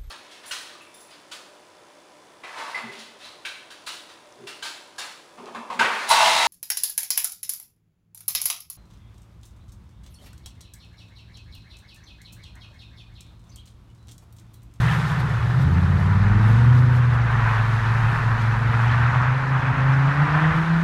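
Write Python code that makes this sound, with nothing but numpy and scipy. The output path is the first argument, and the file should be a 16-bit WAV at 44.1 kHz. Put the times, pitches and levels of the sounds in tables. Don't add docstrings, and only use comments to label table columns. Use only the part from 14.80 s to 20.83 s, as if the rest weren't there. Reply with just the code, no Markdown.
import sys
import numpy as np
from scipy import signal
from scipy.fft import rfft, irfft, next_fast_len
from scipy.io import wavfile

SR = 44100
rng = np.random.default_rng(int(sys.argv[2]) if len(sys.argv) > 2 else 0)


def wav_out(sig):
    wavfile.write(sys.argv[1], SR, np.round(np.clip(np.atleast_2d(sig).T, -1, 1) * 32767).astype(np.int16))


def linear_from_db(decibels):
    return 10 ** (np.asarray(decibels, float) / 20)


N = 265923


def seconds():
    return np.arange(N) / SR


def in_time(rows):
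    s, *columns = np.transpose(rows)
    return [np.interp(seconds(), s, column) for column in columns]


def swells(rows):
    t = np.arange(0, N + 64, 64) / SR
    bells = sum(db * np.exp(-((t - s) / width) ** 2) for s, db, width in rows)
    return np.interp(seconds(), t, bells)


def rms_one(x):
    return x / np.sqrt(np.mean(x ** 2) + 1e-20)


def white():
    return rng.standard_normal(N)


def drift(rate):
    pole = np.exp(-80 * np.pi * rate / SR)
    settle = 2000
    steps = rng.standard_normal(N // 40 + settle + 2)
    slow = signal.lfilter([1], [1, -2 * pole, pole * pole], steps)[settle:]
    return np.interp(np.arange(N) / 40, np.arange(len(slow)), rms_one(slow))


def coloured(x, spectrum):
    size = next_fast_len(N)
    hz, level_db = np.transpose(spectrum)
    bins = np.log(np.arange(size // 2 + 1) * SR / size + 1e-3)
    gain = linear_from_db(np.interp(bins, np.log(hz), level_db, left=-90, right=-90))
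    return rms_one(irfft(rfft(x, size) * gain, size)[:N])


def patchy(spectrum, patchy_db, grit_db, shared, count, grains=0):
    grit = linear_from_db(grit_db * np.minimum(rng.exponential(1, N), 5)) * white()
    size = next_fast_len(N)
    whole = rfft(coloured(rms_one(grit) + grains, spectrum), size)
    together = drift(21.0)
    place = np.log(np.arange(len(whole)) * SR / size + 1e-3)
    centres = np.linspace(np.log(spectrum[0][0]), np.log(spectrum[-1][0]), count)
    out = 0
    for k in range(count):
        share = np.interp(place, centres, np.arange(count) == k)
        band = irfft(whole * share, size)[:N]
        out = out + band * linear_from_db(patchy_db * (shared * together + drift(14.0)))
    return rms_one(out)


def orders(cycle, order, levels_db, flutter_db, slip, scatter=1):
    out = 0
    for k, level_db in zip(order, levels_db):
        start = scatter * rng.uniform(0, 2 * np.pi)
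        phase = k * cycle + start + slip * np.sqrt(k) * drift(8.3)
        out = out + linear_from_db(level_db + flutter_db * drift(6.0)) * np.sqrt(2) * np.sin(phase)
    return out


# frequency in Hz, level in dB per Hz.
MIC_HISS = [(4000, -5.5), (7000, -4.5), (11000, -5.5), (16000, -12)]


def mic_hiss():
    return linear_from_db(-74.5) * coloured(white(), MIC_HISS)


# frequency in Hz, level in dB per Hz.
FAR_ROAD = [(35, -16), (60, -0.5), (90, 1.5), (125, -3.5), (170, -16.5)]


def far_road():
    return linear_from_db(-36.5) * coloured(white(), FAR_ROAD)


# frequency in Hz, level in dB per Hz.
RUMBLE = [(15, -16.5), (30, 10.5), (55, -9), (90, 7), (150, 12), (220, -17), (350, -33.5)]
# centre in seconds, rise in dB, half width in seconds.
GUSTS = [
    (.5, 4, .2),
    (1.13, 8, 0.074),
    (1.72, 8, 0.16),
    (2.6, 7, .1),
    (3.3, 10, 0.3),
    (3.75, 0, .1),
    (4.4, 9, 0.088),
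    (5.03, 8, .1),
    (5.7, 10, .1),
]


def wind():
    lull_s, lull_db_per_s = 4.5, 4
    lull_db = lull_db_per_s * np.maximum(seconds() - lull_s, 0)
    wind_db = -34 + swells(GUSTS) - lull_db
    return linear_from_db(wind_db - 3.0) * patchy(RUMBLE, 0.73, 0.1, shared=1.0, count=5)


# frequency in Hz, level in dB per Hz.
DRONE = [(150, 9.5), (200, 3), (300, -2), (450, -0.5), (650, -6.5), (900, -1.5)]


def body_drone(slide_db, pipe_db):
    body = linear_from_db(-40.5 + 0.1 * slide_db) + linear_from_db(pipe_db - 28)
    return body * linear_from_db(1.0) * patchy(DRONE, 0.45, 0.1, shared=0.81, count=4)


# start in seconds, peak level in dB.
ICE_TICKS = [(.127, -46), (.158, -45), (.403, -49), (.8285, -42), (.9227, -51), (1.683, -48), (1.721, -50),
             (1.843, -49), (1.994, -51), (2.139, -51), (2.166, -50), (2.338, -52)]


def ice_ticks():
    clicks = np.zeros(N)
    for s, peak_db in ICE_TICKS:
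        clicks[round(s * SR)] = linear_from_db(peak_db - 11.5)
    decay_s = 0.004
    puff = signal.lfilter([1], [1, -np.exp(-1 / (decay_s * SR))], clicks + 1e-18)
    band = signal.butter(4, [11200, 14200], "band", fs=SR, output="sos")
    return puff * rms_one(signal.sosfilt(band, white()))


def creaks(per_s, cycles, low_hz, high_hz):
    clicks = (rng.random(N) < per_s / SR) * white()
    dealt = rng.integers(0, 30, N)
    out = 0
    for k, hz in enumerate(np.geomspace(low_hz, high_hz, 30)):
        r = linear_from_db(-60 * hz / (cycles * SR))
        w = 2 * np.pi * hz / SR
        ring = [1, -2 * r * np.cos(w), r * r]
        out = out + hz * signal.lfilter([0, np.sin(w)], ring, clicks * (dealt == k) + 1e-18)
    return rms_one(out)


def ground_echo(x, echo_db):
    lag_ms = 0.92 + 0.09 * seconds()
    return x + linear_from_db(echo_db) * np.interp(np.arange(N) - lag_ms * SR / 1000, np.arange(N), x)


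# time in seconds, slide level in dB, wheelspin (snow thrown up) in dB.
SNOW = [(0, -29.5, 9.5), (.15, -30, 9), (.45, -31.5, 1.5), (.9, -34.5, 1), (1.55, -30.5, -2),
        (1.75, -29.5, 1.5), (2.1, -32, -1), (2.4, -29.5, -4), (2.7, -24.5, 0), (2.88, -28.5, 1),
        (3.2, -27.5, 1), (3.82, -28.5, -1.5), (4.15, -26, -0.5), (4.45, -24.5, -5), (4.65, -29.5, -3),
        (4.8, -26, -6), (5.62, -24.5, -2), (6.03, -29, -1)]
# centre in seconds, rise in dB, half width in seconds.
FLUNG = [(.1, 0.5, 0.036), (.3, 3.5, 0.027), (.405, 8, .01), (.82, 6.5, .015), (1.2, 3, .03),
         (1.31, 0, 0.025), (1.69, 4, 0.064), (1.845, 0, .015), (1.98, 4, 0.033), (2.16, 6, 0.032),
         (2.35, 4.5, .02), (2.52, 4, 0.012), (3.33, 3, .04), (3.62, 5, 0.018), (4.02, 3, 0.022),
         (5.77, 4, .03)]
# centre in seconds, rise in dB, half width in seconds.
CRUNCHES = [
    (.1, 7.5, 0.047),
    (.33, 3, .05),
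    (.98, 5, 0.015),
    (1.35, 1, 0.11),
    (2.53, 0, 0.04),
    (2.77, 4, 0.021),
    (4.1, 4.5, 0.066),
    (5.62, 4.5, 0.076),
]
# frequency in Hz, level in dB per Hz.
ROAR = [(290, -40.5), (500, -21), (619, -12), (963, -2), (1510, -2), (1870, -7), (2160, -12.5),
        (2600, -16.5), (3380, -39), (5720, -120)]
SCRAPE = [(1700, 12), (2200, -5.5), (2800, -3), (3500, -8.5), (4500, -35)]
SPRAY = [(2800, -3), (3800, 0), (5000, -6.5), (6500, -11.5), (8500, -19.5), (11000, -27.5)]
FINE = [(5000, -1), (8000, 0.5), (11000, -3), (15000, -9), (17000, -17.5)]


def tyres_in_snow(cycle):
    snow_db, spin_db = in_time(SNOW)
    slide_db = snow_db + 30
    flung_db, crunch_db = swells(FLUNG), swells(CRUNCHES)
    roar_db = snow_db + 0.3 * crunch_db + 0.28 * flung_db
    scrape_db = -41.5 + 0.98 * slide_db + 0.35 * spin_db + 1.15 * crunch_db
    spray_db = -50.5 + 0.45 * slide_db + 0.52 * spin_db + 0.36 * flung_db
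    fine_db = -66 + 0.15 * slide_db + 1.1 * spin_db + flung_db
    creak = creaks(per_s=2500.0, cycles=132.0, low_hz=796.6, high_hz=6515.0)
    pulsing = 1 + 0.13 * np.sin(5 * cycle)
    roar = patchy(ROAR, 0.76, 3.33, shared=1.0, count=6, grains=0.22 * creak)
    roar = linear_from_db(roar_db - 0.34) * pulsing * roar
    scrape = linear_from_db(scrape_db - 2.36) * patchy(SCRAPE, 0.96, 0.62, shared=0.67, count=3, grains=0.27 * creak)
    spray = linear_from_db(spray_db + 1.5) * patchy(SPRAY, 0.85, 1.5, shared=0.36, count=4, grains=0.27 * creak)
    fine = linear_from_db(fine_db + 4.0) * patchy(FINE, 1.0, 2.0, shared=0.15, count=5)
    return ground_echo(roar + scrape + spray, echo_db=-36.5) + fine, slide_db


# time in seconds, pitch in Hz, level in dB.
WHEEL_HUM = [(1.0, 94.7, -67), (1.2, 80.35, -39), (1.5, 43.7, -25), (1.62, 43.63, -32),
             (1.95, 91.56, -24.5), (2.1, 95.7, -27), (2.55, 55.77, -31), (2.8, 45.05, -35),
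             (3.6, 52.9, -42), (3.75, 44.94, -36), (4.05, 66, -37), (4.2, 77.55, -27), (4.65, 108, -45),
             (4.8, 128, -31), (4.95, 124.3, -32), (5.1, 107, -37), (5.3, 109, -60)]


def wheels():
    hum_hz, hum_db = in_time(WHEEL_HUM)
    phase = 2 * np.pi * np.cumsum(hum_hz) / SR + 0.2 * drift(21.0)
    inside = np.abs(seconds() - 3.15) < 2.15
    return inside * linear_from_db(hum_db + 0.44 * drift(6.1)) * np.sqrt(2) * np.sin(phase)


# frequency in Hz, level in dB per Hz.
BARK_COLOUR = [(170, -22), (230, 1), (300, 0), (360, -11.5), (450, -32.5)]


def bark(cycle):
    bark_s, rise_db_per_s, fall_db_per_s = 0.88, 208, 65
    after = seconds() - bark_s
    bark_db = -37 + np.minimum(rise_db_per_s * after, -fall_db_per_s * after)
    puffs = (1 + np.sin(5 * cycle)) * white()
    return linear_from_db(bark_db) * coloured(puffs, BARK_COLOUR)


# time in seconds, firing rate in Hz, load in dB, tailpipe level in dB (how directly
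# the pipe faces the microphone), throttle bite in dB.
ENGINE = [(0, 76.3, -29, -24, 5), (.36, 74.6, -37, -25, 12), (.6, 69, -33, -27.5, 0),
          (.8, 79.74, -33, -20.5, 9), (.87, 82.7, -19, -22, 8), (1.38, 96.62, -17, -29.5, -0.5),
          (1.58, 105.8, -14.5, -34.5, 5), (1.95, 124.3, -11, -38.5, 0), (2.2, 122.6, -15, -50.5, -1.5),
          (2.75, 110.7, -18.5, -49, -4.5), (3.3, 114.7, -18, -45.5, -16), (3.7, 111.9, -17.5, -48, 0),
          (4.3, 121.3, -15.5, -46, -6), (4.65, 132.5, -20.5, -68, 3), (4.95, 132.2, -15, -47, -1),
          (5.22, 135.4, -15, -55, -0.5), (5.7, 158.8, -16.5, -59, 4), (6.03, 167.2, -18, -50, -1.5)]
# centre in seconds, depth in dB, half width in seconds.
FADES = [(1.2, 7, 0.024), (1.3, -1, 0.0092), (2.49, 5, 0.023), (2.86, 3, 0.014), (3.03, 4, 0.038),
         (3.39, 10, 0.034), (3.58, 7, 0.035), (3.77, 4.5, 0.048), (3.93, 2.5, .06), (4.17, 2, 0.061),
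         (4.32, 8, 0.015), (4.41, 0, 0.013), (4.62, 3.5, 0.055), (4.85, 8, 0.04), (4.95, 10, 0.043),
         (5.34, 10, 0.042), (5.48, 11, 0.032), (5.6, 9.5, 0.018), (5.73, 9.5, 0.022), (5.85, 6.5, 0.033)]


def engine_cycle(firing_hz):
    return 1.1 + 2 * np.pi * np.cumsum(firing_hz) / SR / 5


def engine(cycle, firing_hz, load_db, pipe_db, bite_db):
    swell_db, sink_db = swells([(0.62, 5.9, 0.29)]), swells([(0.76, 8, 0.17)])
    choke_db = 0.31 * (load_db + 35.5)
    fast_hz = np.maximum(firing_hz - 100, 0)

    firing = linear_from_db(load_db - swells(FADES) - 1.1)
    boom = firing * orders(cycle, (5,), [0], flutter_db=0.7, slip=0.07)
    low = orders(cycle, (2.3, 3, 4.4), [-35, -29.5, -18.5], flutter_db=6.5, slip=0.51)
    boom = boom + linear_from_db(load_db - 4.5) * low

    over = linear_from_db(pipe_db - 2 - sink_db) + linear_from_db(load_db - 23 + 0.98 * bite_db)
    boom = boom + over * orders(cycle, (10,), [-1.5], flutter_db=1.73, slip=0.06, scatter=0)
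    third = linear_from_db(load_db - 35 + 1.6 * bite_db + 1.5 * sink_db)
    boom = boom + third * orders(cycle, (15, 16), [0, -6], flutter_db=2.5, slip=0.1)
    fourth = linear_from_db(load_db - 35 + 0.42 * bite_db)
    boom = boom + fourth * orders(cycle, (20, 21), [0, -1.5], flutter_db=3.3, slip=0.04)

    burble = orders(cycle, (7.9, 8), [-8.5, 1.5], flutter_db=0.9, slip=0.07, scatter=0)
    boom = boom - linear_from_db(pipe_db) * burble
    uneven = linear_from_db(-46) + linear_from_db(load_db - 11 - 0.41 * fast_hz)
    boom = boom + uneven * orders(cycle, (3, 6), [-9, 1.5], flutter_db=1.0, slip=0.076)
    side = linear_from_db(-7 + 0.87 * pipe_db - sink_db - choke_db) + linear_from_db(load_db - 43)
    side_orders = orders(cycle, (11, 11, 13), [-1.5, -12.5, -12], flutter_db=1.5, slip=0.07, scatter=0)
    boom = boom + side * side_orders

    ninth = linear_from_db(pipe_db - 7.5 + swell_db - choke_db)
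    off_peak_hz = np.abs(firing_hz - 109.4)
    ninth = ninth + linear_from_db(load_db - 27.5 + 1.4 * bite_db - 0.4 * off_peak_hz)
    return boom + ninth * orders(cycle, (9,), [0], flutter_db=2.0, slip=0.07, scatter=0)


def scene():
    firing_hz, load_db, pipe_db, bite_db = in_time(ENGINE)
    cycle = engine_cycle(firing_hz)
    snow, slide_db = tyres_in_snow(cycle)
    background = mic_hiss() + far_road() + wind()
    car = body_drone(slide_db, pipe_db) + ice_ticks() + snow + wheels()
    exhaust = bark(cycle) + engine(cycle, firing_hz, load_db, pipe_db, bite_db)
    return (background + car + exhaust)[None]


def low_pass(x):
    return signal.sosfilt(signal.butter(12, 15180, fs=SR, output="sos"), x)


def record(dry):
    opening = np.minimum(seconds() / 0.002, 1)
    rounded = 0.85 * np.tanh(opening * dry / 0.85)
    return low_pass(rounded)


dry = scene()
out = record(dry)
wav_out(out)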